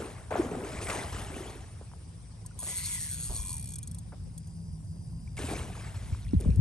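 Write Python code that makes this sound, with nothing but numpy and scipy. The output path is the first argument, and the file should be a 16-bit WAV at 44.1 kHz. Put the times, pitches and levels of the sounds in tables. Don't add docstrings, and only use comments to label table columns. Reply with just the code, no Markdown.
import sys
import numpy as np
from scipy import signal
from scipy.fft import rfft, irfft, next_fast_len
from scipy.io import wavfile
from scipy.ndimage import uniform_filter1d, map_coordinates

SR = 44100
rng = np.random.default_rng(int(sys.argv[2]) if len(sys.argv) > 2 else 0)


def store_wav(level_fs):
    pcm = np.round(np.clip(np.atleast_2d(level_fs), -1, 1) * 32767)
    wavfile.write(sys.argv[1], SR, pcm.T.astype(np.int16))


N = 291324
T = np.arange(N) / SR


def amp(db):
    return 10 ** (np.asarray(db) / 20)


def unit(x):
    return x / np.sqrt(np.mean(x ** 2) + 1e-20)


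def along(points, hz):
    f, value = np.transpose(points)
    return np.interp(np.log(hz + 1), np.log(f + 1), value)


def gains(rows):
    return amp(np.interp(T, *np.transpose(rows)))


def wobble(rate):
    return map_coordinates(rng.standard_normal(int(N * rate / SR) + 4), [T * rate])


def held(start, end, fade):
    return np.clip(np.minimum(T - start, end - T) / fade, 0, 1)


def filtered(x, response):
    m = next_fast_len(N + 8192)
    return irfft(rfft(x, m) * response(np.fft.rfftfreq(m, 1 / SR)), m)[..., :N]


def resonances(modes):
    def response(f):
        total = 0
        for k, (centre, width, db) in enumerate(modes):
            peak = 1j * f * width / (centre * centre - f * f + 1j * f * width)
            total = total + (-1) ** k * amp(db) * peak
        return total
    return response


def rush(spectrum, spread, patchy_db):
    z = signal.stft(rng.standard_normal((2, N)), nperseg=512)[2]
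    field = rng.standard_normal(z.shape[1:])
    field = uniform_filter1d(uniform_filter1d(field, 6, 0), 4, 1)
    pair = signal.istft(z * amp(patchy_db * unit(field)), nperseg=512)[1][:, :N]
    mid, side = filtered(pair, lambda hz: amp(along(spectrum, hz)))
    return unit(np.array([mid + spread * side, mid - spread * side]))


def bubbles(s, db, hz, cycles, rise, size=1400):
    t = np.arange(size)[None] / SR
    age = t * (hz / cycles)[:, None]
    swell = np.exp(-3 * age) * (1 - np.exp(-8 * age)) * (1 - t / t.max())
    wave = np.sin(2 * np.pi * hz[:, None] * t * (1 + rise * age / 2)) * swell
    at = (s * SR).astype(int)[:, None] + np.arange(size)
    return np.bincount(at.ravel(), (2 * amp(db)[:, None] * wave).ravel(), N + size)[:N]


def swarm(hz, spread, cycles, scatter_db, count, size):
    u = rng.random((count, 2))
    pitch = hz * np.exp(spread * rng.standard_normal(count))
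    level_db = scatter_db * np.minimum(-np.log(u[:, 1]), 2.5)
    return unit(bubbles(u[:, 0] * T[-1], level_db, np.minimum(pitch, 11000), cycles, rise=0.32, size=size))


def clicks(s, gain):
    x = np.bincount((np.asarray(s) * SR).astype(int), gain, N)
    return x + 0.39 * np.roll(x, int(0.0031 * SR))


# start_s, gurgle_db, slosh_db, spray_db, hold_s (levels relative, before mixing)
BURSTS = [(0, -41, -41.5, -48.5, 0.0073), (0.306, -34, -41, -52, 0.045), (0.359, -55, -33, -47.5, 0.016),
          (0.512, -45, -38.5, -55, 0.14), (0.644, -44.5, -45.5, -48.5, 0.33),
          (0.812, -48, -48.5, -43.5, 0.079), (0.885, -35.5, -42.5, -41.5, 0.066),
          (1.123, -42.5, -46.5, -45.5, 0.075), (1.295, -47.5, -47.5, -50.5, 0.19),
          (5.367, -57, -66, -44.5, 0.046), (5.388, -47, -44.5, -45, 0.083), (5.487, -41, -39.5, -44, 0.042),
          (5.753, -50.5, -60, -53.5, 0.12), (5.94, -60.5, -67, -54.5, 0.2), (6.399, -58.5, -45, -58, 0.043)]
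ATTACK_S, CREST_FALL = 0.0013, 79
WASH_DB, WASH_FALL = -8, (32, 123, 28.8)


def burst_gains():
    power = 0
    for s, *db, hold in BURSTS:
        after = np.maximum(T - s - ATTACK_S - hold, 0)
        attack = np.clip((T - s) / ATTACK_S, 0, 1)
        crest = amp(-CREST_FALL * after)
        wash = amp(WASH_DB - np.outer(WASH_FALL, after))
        power = power + (amp(db)[:, None] * attack * (crest + wash)) ** 2
    return np.sqrt(power)


# pitch_hz, level_db (per Hz)
SLOSH_TONE = [(100, -8), (200, 2.5), (430, 9.5), (800, -27), (1300, -40)]
GURGLE_TONE = [(350, -111), (600, 2), (1500, -6.5), (3500, -21.5), (6000, -44)]
SPRAY_TONE = [(1300, -6), (2200, 1), (4600, -10), (9200, -2), (10200, 1), (11100, -3), (12400, -61)]


def churn():
    gurgle, slosh, spray = burst_gains()
    large = swarm(372, 0.39, 5.5, scatter_db=2.5, count=1200, size=1400)
    low = slosh * (0.59 * rush(SLOSH_TONE, 0.13, patchy_db=4) + 0.5 * large)
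    middling = swarm(1015, 0.508, 9.8, scatter_db=3.5, count=1000, size=1000)
    mid = gurgle * (0.4 * rush(GURGLE_TONE, 0.6, patchy_db=1.5) + 0.28 * middling)
    tiny = swarm(3930, 0.4, 1.34, scatter_db=1.5, count=4000, size=250)
    fizz = spray * (0.66 * rush(SPRAY_TONE, 0.15, patchy_db=4.5) + 0.32 * tiny)
    return low + mid + fizz


# start_s, level_db (roughly the peak), pitch_hz (at the start)
GULPS = [(0.019, -32.5, 390), (0.311, -28, 457), (0.394, -15.5, 331), (0.459, -26.5, 245),
         (0.568, -26.5, 247), (0.652, -33.5, 310), (0.956, -29, 394), (1.405, -29.5, 363),
         (1.555, -40, 390), (5.441, -29.5, 262), (5.513, -26, 298), (5.534, -31, 697), (5.7, -38, 700)]
DROPS = [(2.449, -50, 1000), (2.51, -52.5, 1410), (5.275, -49.5, 2300), (5.379, -35.5, 2200),
         (1.61, -48, 770)]


def gulps_and_drops():
    gulps = bubbles(*np.transpose(GULPS), 8.6, rise=0.012)
    drops = bubbles(*np.transpose(DROPS), 25.0, rise=0.041)
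    return gulps + drops


# start_s, level_db (roughly the peak), pitch_hz (at the start)
KNOCKS = [(0.322, -19.5, 880), (0.356, -18.5, 810), (1.812, -37, 605), (1.916, -46, 1280),
          (1.936, -40.5, 1190), (4.122, -43.5, 1280), (6.148, -38, 1410)]


def plops_and_knocks():
    return bubbles(*np.transpose(KNOCKS), 5.25, rise=-0.77)


# time_s, level_db
RUMBLE = [(0, -45), (1.2, -40.5), (2.1, -47.5), (2.9, -43.5), (3.6, -39.5), (4.5, -43), (5.5, -39),
          (6.25, -38), (6.61, -29)]
# pitch_hz, level_db (per Hz)
TRAFFIC_TONE = [(15, -85), (46, -2.5), (100, 0.5), (135, -6), (220, -16), (400, -39.5), (600, -99)]
AIR_TONE = [(150, -60), (250, -5), (600, -12.5), (1050, -15.5), (1300, -20), (4200, -24), (5900, -18.5),
            (6400, -28), (9100, -14), (9900, -13), (10200, -110)]


def night():
    traffic = gains(RUMBLE) * rush(TRAFFIC_TONE, 0.19, patchy_db=0.5)
    air = amp(-57.5 - 0.5 * T) * rush(AIR_TONE, 0.78, patchy_db=2.5)
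    middle = filtered(air, lambda hz: (hz > 1100) & (hz < 4400))
    air = air - 0.5 * held(4.12, 5.6, 0.43) * middle
    drone = rush([(135, -43), (155, -0.5), (168, 4.5), (190, -56.5)], 0.3, patchy_db=3.0)
    engine = amp(-55.0 + 3.6 * (T - 2.5)) * held(1.6, 5.68, 0.45) * drone
    return traffic + engine + air


# start_s, level_db
SLAPS = [(0.897, -25)]
SLAP_T60 = 0.054


def slaps():
    burst = 0
    for s, db in SLAPS:
        rise = np.clip((T - s) / 0.0043, 0, 1)
        burst = burst + amp(db - 60 * np.maximum(T - s, 0) / SLAP_T60) * rise
    return burst * rush([(200, -33), (700, 2), (3000, -4), (12400, -30)], 0.52, patchy_db=5)


# start_s, end_s, level_db
CRICKET = [(1.8, 2.55, -76), (4.0, 4.4, -76), (4.4, 4.775, -69.5), (4.863, 5.4, -70)]


def cricket():
    beat = (77 * T + 0.49 * wobble(2.3)) % 1
    phase = 2 * np.pi * np.cumsum(5300 - 800 * beat) / SR
    chirp = unit(np.sin(np.pi * beat) ** 2 * np.sin(phase + .4 * wobble(400)))
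    return chirp * sum(amp(db) * held(start, end, 0.0083) for start, end, db in CRICKET)


# start_s, level_db (before the resonances), t60_s (time to fall by 60 dB)
TAPS = [(1.814, -42, 0.15), (2.625, -32, 0.11), (2.665, -36.5, 0.35), (3.296, -35.5, 0.37),
        (4.125, -31, 0.079)]
# pitch_hz, width_hz, level_db (for one pass; the sound passes twice)
PLANK = [(377, 1200, 3), (826, 1100, 6)]


def taps():
    x, t = np.zeros(N), T[:6000]
    for s, db, t60 in TAPS:
        x[int(s * SR):][:t.size] += amp(db - 60 * t / t60) * rng.standard_normal(t.size)
    return filtered(x, lambda hz: resonances(PLANK)(hz) ** 2)


# time_s, level_db (before turn swing and scatter)
SNAP = [(2.59, -12.5), (2.85, -11), (3.15, -11), (3.52, -9.5), (3.73, -13)]
# start_s, level_db (relative)
TICKS = [(2.462, -18), (3.7364, -13), (3.7568, -13), (3.7846, -14.5), (3.8297, -16), (3.8738, -17.5),
         (3.913, -19), (3.9457, -19), (3.9852, -19.5), (4.378, -18), (4.472, -28)]
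TURN_DB, TURN_TEETH = 3, 15


def ratchet(times):
    teeth = np.arange(times.size)
    turn = TURN_DB * np.cos(2 * np.pi * (teeth - teeth.size) / TURN_TEETH)
    force = amp(np.interp(times, *np.transpose(SNAP)) + turn + rng.standard_normal(teeth.size))
    tick_s, tick_db = np.transpose(TICKS)
    snaps = clicks(times, force) + clicks(tick_s, amp(tick_db + 4.5))
    rattle = 0.22 * rng.standard_normal(N) * np.convolve(snaps, amp(-60 * T[:400] / 0.022))[:N]
    return snaps + rattle


# pitch_hz, width_hz, level_db (average)
REEL_MODES = [(3376, 62, -11.5), (4360, 340, -14.5), (5785, 120, -10.5), (6613, 79, -2), (8170, 420, -3),
              (8900, 670, -2.5), (9840, 490, 2), (10835, 330, -1.5)]


def spool_ring(strikes):
    modes = filtered(strikes, lambda f: np.array([resonances([mode])(f) for mode in REEL_MODES]))
    ring = 0
    for k, mode in enumerate(modes):
        drift_db = (2.5 if k < 4 else 1) * wobble(14)
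        ring = ring + (-1) ** k * amp(drift_db) * mode
    return ring


# time_s, pitch_hz
WHINE = [(2.63, 992), (2.685, 2010), (2.82, 2016), (2.89, 2245), (3.13, 1498), (3.38, 1076), (3.53, 980),
         (3.58, 783)]
WHINE_DB = -64


def drag_whine(rate):
    phase = 2 * np.pi * np.cumsum(np.interp(T, *np.transpose(WHINE))) / SR
    running = np.clip((rate - 62) / 15, 0, 1)
    rough = (1 + wobble(300)) * np.sin(phase + 1.2 * wobble(150))
    rough = rough + .5 * wobble(200) * np.sin(1.15 * phase)
    hum = wobble(200) * np.sin(2 * np.pi * 990 * T)
    rough = rough + (rate > 170) * hum
    low, high = resonances([(1030, 200, -3)]), resonances([(2150, 550, 5)])
    return amp(WHINE_DB) * unit(filtered(running * rough, lambda hz: low(hz) + high(hz)))


HISS_DB, HISS_GROWS = -46.5, 1.6


def line_hiss(rate, angle):
    loudness = amp(HISS_DB) * uniform_filter1d((rate / 150) ** HISS_GROWS, size=3000)
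    hiss = rush([(600, -19.5), (2400, -3.0), (5200, -5), (12400, -6)], 0.97, patchy_db=2.0)
    return loudness * hiss * (1 + np.cos(2 * np.pi * angle) / 2)


# time_s, speed_teeth_per_s
SPOOL = [(2.59, 82), (2.66, 141.7), (2.7, 198.8), (2.81, 173.9), (2.89, 209.7), (3.02, 157.3),
         (3.19, 118.3), (3.3, 127), (3.5, 86.8), (3.61, 64.4), (3.73, 63.9)]


def reel():
    s, speed = np.transpose(SPOOL)
    rate = np.interp(T, s, speed, 0, 0)
    angle = np.cumsum(rate) / SR
    teeth = np.arange(int(angle[-1]) + 1)
    times = s[0] + np.interp(teeth, angle[rate > 0], T[rate > 0] - s[0])
    return spool_ring(ratchet(times)) + drag_whine(rate) + line_hiss(rate, angle)


# start_s, level_db (roughly the peak, before scatter), pitch_hz (at the start)
BUMPS = [(3.292, -27, 52.3), (3.39, -28, 56.5), (6.122, -20, 100), (6.276, -26, 90), (6.334, -14.5, 292),
         (6.347, -17.5, 193), (6.363, -13.5, 83), (6.46, -19, 208), (6.47, -14.5, 67), (6.488, -15.5, 201),
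         (6.504, -16.5, 68.4), (6.572, -13, 97), (6.592, -9, 125)]
# start_s, level_db (relative)
CRACKLE = [(6.4042, -42), (6.41, -40), (6.5603, -44)]
UNEVEN_DB, LEFT_LATE_S = 2, 0.00094


def hand():
    faint = rng.random((40, 3))
    specks = bubbles(6.2 + .4 * faint[:, 0], -46 - 12 * faint[:, 1], 1500 * 6 ** faint[:, 2], 11,
                     rise=0, size=300)
    s, db = np.transpose(CRACKLE)
    case = resonances([(4940, 2100, 0.0), (9490, 630, 17.0)])
    creaks = filtered(clicks(s, amp(db + 15.0)), case)
    s, db, hz = np.transpose(BUMPS)
    louder = rng.uniform(-0.64, 1, s.size)
    ports = []
    for side in (1, -1):
        late, shift_db = side * LEFT_LATE_S / 2, side * UNEVEN_DB * louder
        ports.append(bubbles(s + late, db + shift_db, hz, 4.6, rise=-0.41, size=3500))
    return np.array(ports) + creaks + specks


# start_s, end_s, pitch_hz, level_db (at the start, before fading)
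LINE_SONG = [(3.33, 3.936, 2396, -53.5)]


def line_song():
    song = 0
    for start, end, hz, db in LINE_SONG:
        tone = np.sin(2 * np.pi * hz * T + .5 * wobble(110))
        song = song + amp(db - 32 * (T - start)) * held(start, end, 0.11) * tone
    return song


def scene():
    splashes = churn() + gulps_and_drops() + plops_and_knocks()
    return splashes + night() + slaps() + cricket() + taps() + reel() + hand() + line_song()


# pitch_hz, lead_radians
PORT_LEAD = [(30, -.3), (600, .3), (3100, 1), (7600, 1), (8800, -.3), (9800, -2.8), (10900, -3.7),
             (11600, -6.3)]
# pitch_hz, difference_db
LEFT_LOUDER = [(60, 0.5), (300, 0.5), (700, 2.5), (11800, 1)]
TOP_HZ = 12400


def record(dry):
    def ports(hz):
        half = amp(along(LEFT_LOUDER, hz) / 2) * np.exp(.5j * along(PORT_LEAD, hz))
        return np.array([half, 1 / half]) * (hz < TOP_HZ)
    return filtered(dry, ports)


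dry = scene()
out = record(dry)
store_wav(out)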